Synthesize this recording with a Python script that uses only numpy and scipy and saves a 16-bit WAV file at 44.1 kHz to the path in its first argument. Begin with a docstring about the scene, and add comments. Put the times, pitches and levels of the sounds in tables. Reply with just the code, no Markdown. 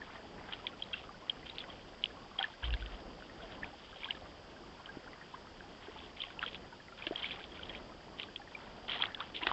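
"""Deer wading a shallow pond

Drops smack the surface and trapped air bubbles ring briefly. Spray, droplets and slosh fill
each stride, faint gurgles the gaps; once something low shudders close by. The microphone is a
small one behind a resonant port, and adds its own steady hiss."""
import sys
import numpy as np
from scipy import signal
from scipy.fft import rfft, irfft
from scipy.io import wavfile
from scipy.ndimage import uniform_filter1d

SR = 44100
rng = np.random.default_rng(int(sys.argv[2]) if len(sys.argv) > 2 else 0)


def store_pcm(level_fs):
    """Save levels as 16-bit WAV."""
    pcm = np.round(np.clip(level_fs, -1, 1) * 32767).astype(np.int16)
    wavfile.write(sys.argv[1], SR, np.atleast_2d(pcm).T)


N = 419832
PORT_HZ, PORT_WIDTH_HZ, PORT_TOP_HZ = 3200, 560, 4100

# Drops hitting the pond. Each row: start in seconds, pitch in Hz, peak in dB ahead of the port,
# time to fall 60 dB (t60) in milliseconds.
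DROP_IMPACTS = [(0.5242, 3300, -30.5, 16), (0.5341, 2950, -25.5, 8.8), (0.6689, 2300, -35, 15),
                (0.668, 3280, -22.5, 4.4), (0.8222, 3230, -28.5, 14), (0.836, 3860, -40, 15),
                (0.931, 3240, -28.5, 24), (0.938, 2720, -28.5, 24), (1.296, 3220, -20, 13),
                (1.497, 3770, -35, 15), (1.5568, 4050, -36, 2.8), (1.5835, 3500, -25, 4.2),
                (1.59, 4280, -31.5, 4.2), (1.616, 3400, -38, 9), (1.699, 3240, -42, 27),
                (1.6036, 3420, -37.5, 24), (2.0388, 3045, -19.5, 8.1), (2.0572, 3150, -26.5, 3.3),
                (2.3876, 3260, -24.5, 24), (2.4275, 3160, -21.5, 4.3), (2.4385, 3200, -34, 14),
                (2.6396, 3090, -29, 17), (2.7056, 2930, -33, 6.1), (2.7254, 2780, -40, 31),
                (2.7388, 3600, -29, 2.5), (2.823, 3400, -42, 11), (2.861, 3040, -35, 4.2),
                (3.5215, 2690, -32.5, 5.3), (3.643, 2420, -34.5, 7.9), (4.033, 2330, -33, 14),
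                (4.0439, 3250, -29.5, 10.5), (4.1071, 2960, -24, 8.4), (4.8585, 3000, -37, 7),
                (5.9886, 3380, -43, 21), (6.2024, 3110, -34, 34), (6.2178, 3510, -28, 13),
                (6.2367, 3030, -35.5, 8.6), (6.3917, 2760, -31, 11), (6.4279, 1600, -26, 7.1),
                (6.436, 1370, -25, 10.5), (6.4622, 3200, -27.5, 13), (6.4779, 3180, -29, 11),
                (6.531, 3500, -38, 3.7), (6.5459, 3020, -29.5, 2.2), (6.553, 3400, -39, 14),
                (7.0222, 2430, -36, 17), (7.0683, 3040, -18.5, 2.6), (7.1578, 3270, -26.5, 20),
                (7.177, 2550, -36, 2.8), (7.2263, 3100, -36, 34), (7.242, 2250, -31.5, 21),
                (7.2527, 2450, -37, 24), (7.308, 2440, -32.5, 8.3), (7.3133, 3400, -33.5, 18),
                (7.4402, 3320, -32, 2.7), (7.517, 3270, -45.5, 35), (7.6323, 3030, -33.5, 9.7),
                (7.694, 3270, -39, 24), (7.7488, 2360, -36.5, 11), (8.1978, 2940, -24, 2.5),
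                (8.218, 3140, -31.5, 9), (8.2314, 3450, -29.5, 3.9), (8.36, 3290, -28.5, 14),
                (8.548, 2360, -39, 35), (8.8947, 3140, -25.5, 14), (8.917, 3310, -37, 12),
                (8.9907, 3250, -37, 37), (9.0022, 2350, -39, 14), (9.013, 3150, -31, 13),
                (9.022, 3330, -17, 8.3), (9.0376, 1970, -16.5, 2.5), (9.038, 1430, -19, 5.7),
                (9.0561, 3240, -26, 5.3), (9.1461, 3410, -31.5, 13), (9.2038, 3460, -23.5, 5.7),
                (9.35, 3320, -29, 2.1), (9.3633, 3300, -23, 4.2), (9.4268, 2230, -36, 30),
                (9.4332, 2840, -31, 16), (9.4656, 3430, -34, 40), (9.468, 1920, -21, 8.9),
                (9.4695, 3500, -14, 2), (9.514, 1010, -22, 9.3)]


def smacks():
    """Each drop strikes the surface and rings for an instant."""
    return dying_sines(DROP_IMPACTS, onset_s=0.00017)


def bubbles():
    """Larger pockets of trapped air ring; most climb in pitch as they near the surface."""
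    # Each row: start in seconds, pitch in Hz, peak in dB ahead of the port, t60 in milliseconds,
    # glide as a share of the pitch per second.
    air_bubbles = [(0.0156, 1830, -39, 43, -7.5), (0.6417, 970, -41.5, 45, 2),
                   (0.9371, 1400, -40.5, 37, 20), (1.2214, 1025, -46, 67, 3), (2.3951, 789, -35.5, 92, -1),
                   (2.4095, 1430, -35, 46, 5.5), (2.4405, 1765, -29.5, 25, -2.5),
                   (2.632, 1530, -37, 24, 15), (2.737, 1680, -40.5, 34, -2.5), (2.8228, 1490, -39.5, 25, 2),
                   (3.4247, 680, -44.5, 120, -1.5), (3.6307, 1810, -32, 19, 2),
                   (4.0613, 1004, -42, 46, 10.5), (4.085, 1574, -40.5, 49, 4), (4.6, 340, -48.5, 95, 2),
                   (4.887, 1590, -42.5, 62, 1), (4.97, 290, -37.5, 18, 7), (5.0731, 1300, -42, 21, 27),
                   (5.338, 880, -39, 47, 24.5), (5.8796, 347, -40.5, 64, 17), (6.4623, 452, -45, 57, 6),
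                   (7.0663, 344, -37.5, 44, -4), (7.0677, 546, -38, 25, 22), (7.068, 1600, -36.5, 19, 12),
                   (7.1091, 394, -24, 14, -17), (7.118, 594, -37, 51, 15.5), (7.5919, 1530, -43, 27, -10),
                   (9.0, 975, -41, 50, -2.5), (9.0802, 1420, -46, 28, 21), (9.197, 806, -38.5, 170, 30),
                   (9.2032, 1260, -35.5, 16, 47), (9.4243, 935, -35, 49, 5), (9.4255, 310, -39.5, 40, 2),
                   (9.4681, 346, -37, 29, 1), (9.4677, 1450, -24, 13, 5), (9.4694, 910, -23, 5.4, 46)]
    return dying_sines(air_bubbles, onset_s=0.00032)


def strides():
    """Gains of spray and slosh: each stir of a leg swells, holds and dies over the calm ripple."""
    # Each row: start in seconds, length in seconds, spray level in dB, slosh level in dB.
    leg_stirs = [(0.012, 0.15, -63, -56), (0.38, 0.12, -66, -54), (0.49, 0.17, -61.5, -60),
                 (0.8, 0.017, -57, -78), (0.919, 0.076, -55.5, -60), (1.207, 0.16, -69, -60.5),
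                 (1.462, 0.019, -54, -57), (1.552, 0.21, -59, -62.5), (2.02, 0.03, -57, -81),
                 (2.39, 0.041, -49.5, -48), (2.633, 0.016, -46.5, -49), (2.684, 0.26, -59, -60),
                 (3.39, 0.13, -60, -60.5), (3.625, 0.03, -60, -53.5), (3.794, 0.25, -59, -73),
                 (4.019, 0.086, -54.5, -61), (4.78, 0.46, -83, -62), (5.813, 0.097, -62, -57.5),
                 (5.952, 0.09, -57.5, -62), (6.168, 0.1, -52.5, -72), (6.405, 0.073, -52.5, -54.5),
                 (6.982, 0.42, -55.5, -56.5), (7.155, 0.092, -47, -53), (7.293, .1, -53, -67.5),
                 (7.55, 0.19, -55, -59.5), (8.181, 0.025, -51.5, -68), (8.516, 0.16, -63, -61),
                 (8.889, 0.026, -38, -50), (8.937, 0.056, -46.5, -53), (9.002, 0.04, -52, -45.5),
                 (9.175, 0.07, -55, -56), (9.35, 0.017, -48.5, -72), (9.417, 0.019, -47.5, -46.5),
                 (9.477, .05, -48, -44.5)]
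    attack_s, t60_s = 0.013, 0.39
    calm_spray_db, calm_slosh_db = -67.5, -64
    t = np.arange(N) / SR
    power = from_db([[calm_spray_db], [calm_slosh_db]]) ** 2 * np.ones(N)
    for start, length, *levels_db in leg_stirs:
        span = slice(max(round((start - attack_s) * SR), 0), round((start + length + t60_s) * SR))
        swell = np.clip(1 + (t[span] - start) / attack_s, 0, 1)
        decay = from_db(-60 * np.maximum(t[span] - start - length, 0) / t60_s)
        power[:, span] += (from_db(levels_db)[:, None] * swell * decay) ** 2
    return np.sqrt(power)


def slosh(gain):
    """Water pushed by a leg: a crowd of short rings over a smooth rush."""
    rings = grains(400, 700, 2000, cycles=30, spread_db=3.2, clump_db=5)
    rush = band_noise(650, 2300, order=2)
    return gain * (rings + from_db(-4.5) * rush)


def spray(stir_gain):
    """Tiny drops, thrown by legs and smacks, tick broadly; the microphone port rings on each."""
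    ticks = grains(700, 1800, 3900, cycles=7.4, spread_db=2.5, clump_db=6)
    radius = np.exp(-np.pi * PORT_WIDTH_HZ / SR)
    angle = 2 * np.pi * PORT_HZ / SR
    port = signal.lfilter([1, 0, -1], [1, -2 * radius * np.cos(angle), radius ** 2], ticks)
    gain = stir_gain + smack_envelope(below_db=21, t60_s=0.045)
    return gain * rms_one(rms_one(port) + 0.21 * ticks)


def puffs():
    """Each smack bursts as a short puff of noise around the port's pitch."""
    gain = uniform_filter1d(smack_envelope(below_db=10, t60_s=0.016), size=64)
    return gain * band_noise(2300, 3700, order=3)


def droplets(stir_gain):
    """Sparser drops fall with the spray and ring longer."""
    return from_db(-7) * stir_gain * grains(70, 2100, 3800, cycles=25, spread_db=4, clump_db=4)


def gurgles():
    """Faint scattered rings in the water, heard between the steps."""
    return from_db(-63) * grains(14, 650, 2000, cycles=70, spread_db=1.8, clump_db=3.5)


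def shudder():
    """A low tone with an unsteady, sagging pitch and a weak overtone; it throbs as it dies."""
    # Each row: time of a throb's peak in seconds, level in dB.
    throbs = [(2.645, -38.5), (2.69, -36), (2.742, -31), (2.83, -40), (2.87, -45), (2.945, -45),
              (3.07, -54), (3.15, -54)]
    start_s, start_hz, end_hz, sag_s = 2.627, 64, 30, 0.33
    rise_s, fall_s = 0.03, 0.018
    t = np.arange(N) / SR
    age = np.maximum(t - start_s, 0)
    hz = end_hz + (start_hz - end_hz) * np.exp(-age / sag_s)
    phase = 2 * np.pi * np.cumsum(hz * (1 + 0.07 * drift(22))) / SR
    tone = np.sin(phase) + 0.17 * np.sin(2 * phase)
    gain = np.zeros(N)
    for peak_s, level_db in throbs:
        width_s = np.where(t < peak_s, rise_s, fall_s)
        gain += from_db(level_db) * np.exp(-((t - peak_s) / width_s) ** 2)
    onset = np.minimum(age / 0.013, 1)
    return onset * gain * np.sqrt(2) * tone


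def microphone_hiss(level_db, waver_db):
    """The microphone's own coloured noise; the part below 1800 Hz wavers a little."""
    # Each row: frequency in Hz, relative noise density in dB.
    hiss_spectrum = [(15, -19), (25, 4.5), (80, 2.5), (118, -1), (187, 2.5), (600, -0.5), (1620, -12.5),
                     (2330, -16.5), (3110, -12), (3960, -20.5), (4810, -11), (5300, -18), (5980, -25.5),
                     (7800, -28), (8300, -50.5)]
    knot_hz, knot_db = np.array(hiss_spectrum).T
    hz = np.maximum(np.fft.rfftfreq(N, 1 / SR), 1)
    colour = from_db(np.interp(np.log(hz), np.log(knot_hz), knot_db))
    colour[hz > 9086] = 0
    noise = rms_one(irfft(rfft(rng.standard_normal(N)) * colour, N))
    low = signal.sosfiltfilt(signal.butter(2, 1800, fs=SR, output="sos"), noise)
    return from_db(level_db) * (noise - low + low * from_db(waver_db * drift(2.75)))


def dying_sines(rows, onset_s):
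    """One sine per row that swells quickly and dies; a longer ring swells more slowly."""
    out, t = np.zeros(N + SR), np.arange(SR // 8) / SR
    for (start, hz, peak_db, t60_ms, *glide), turn in zip(rows, rng.random(len(rows))):
        climb = sum(glide) * t   # zero for a row without a glide
        swell = (1 - np.exp(-t / (onset_s + 0.03 * t60_ms / 1000))) ** 3
        decay = from_db(-60e3 * t / max(t60_ms, 2))
        burst = np.exp(-(climb / 0.8) ** 4)   # a bubble ends once it has glided far enough
        shape = swell * decay * burst
        tone = np.sin(2 * np.pi * (hz * t * (1 + climb / 2) + turn))
        at = round(start * SR)
        out[at:at + len(t)] += from_db(peak_db) * shape / shape.max() * tone
    return out[:N]


def smack_envelope(below_db, t60_s):
    """A gain that jumps at each smack and dies; smacks pitched below the port kick it less."""
    kicks = np.zeros(N)
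    for start, hz, peak_db, _ in DROP_IMPACTS:
        kicks[round(start * SR)] = from_db(peak_db - below_db) * min(hz / PORT_HZ, 1) ** 2
    return signal.lfilter([1], [1, -from_db(-60 / (t60_s * SR))], kicks + 1e-18)


def grains(per_s, low_hz, high_hz, cycles, spread_db, clump_db):
    """Random clicks in clumps, dealt to 16 resonators of equal energy; unit rms."""
    sizes = from_db(spread_db * np.minimum(rng.exponential(1, N), 3)) * rng.choice([-1, 1], N)
    clicks = sizes * (rng.random(N) < per_s * from_db(clump_db * drift(25)) / SR)
    dealt = rng.integers(0, 16, N)
    return rms_one(sum(np.sqrt(hz) * ring(clicks * (dealt == k), hz, cycles / hz)
                       for k, hz in enumerate(np.geomspace(low_hz, high_hz, 16))))


def ring(clicks, hz, t60_s):
    """A unit click sets a sine of height 1 ringing."""
    radius, angle = from_db(-60 / (t60_s * SR)), 2 * np.pi * hz / SR
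    poles = [1, -2 * radius * np.cos(angle), radius ** 2]
    return signal.lfilter([0, np.sin(angle)], poles, clicks + 1e-18)


def band_noise(low_hz, high_hz, order):
    """Band-passed noise of unit rms."""
    band = signal.butter(order, [low_hz, high_hz], "band", fs=SR, output="sos")
    return rms_one(signal.sosfilt(band, rng.standard_normal(N)))


def drift(rate_hz):
    """A random wander of unit rms: noise at every 40th sample, low-passed twice."""
    pole = np.exp(-2 * np.pi * rate_hz * 40 / SR)
    slow = signal.lfilter([1], [1, -2 * pole, pole ** 2], rng.standard_normal(N // 40 + 2002))[2000:]
    return np.interp(np.arange(N) / 40, np.arange(len(slow)), rms_one(slow))


def from_db(db):
    """Decibels to gain."""
    return 10 ** (np.asarray(db) / 20)


def rms_one(x):
    """Scale to unit rms."""
    return x / np.sqrt(np.mean(x ** 2) + 1e-20)


def scene():
    """The pond through the port, which passes little above its resonance; shudder and hiss beside it."""
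    spray_gain, slosh_gain = strides()
    rings = smacks() + bubbles() + droplets(spray_gain) + gurgles()
    ripple = from_db(2.5 * drift(150))   # the rippling surface makes each ring ragged
    water = rings * ripple + slosh(slosh_gain) + spray(spray_gain) + puffs()
    water = signal.sosfilt(signal.butter(4, PORT_TOP_HZ, fs=SR, output="sos"), water)
    return (water + shudder() + microphone_hiss(level_db=-53.5, waver_db=1.8))[None]


def record(dry):
    """The top is cut steeply at 8260 Hz, over a trace of converter noise."""
    cut = signal.sosfilt(signal.ellip(10, 0.2, 70, 8260, fs=SR, output="sos"), dry)
    return cut + from_db(-106) * rng.standard_normal(dry.shape)


dry = scene()
out = record(dry)
store_pcm(out)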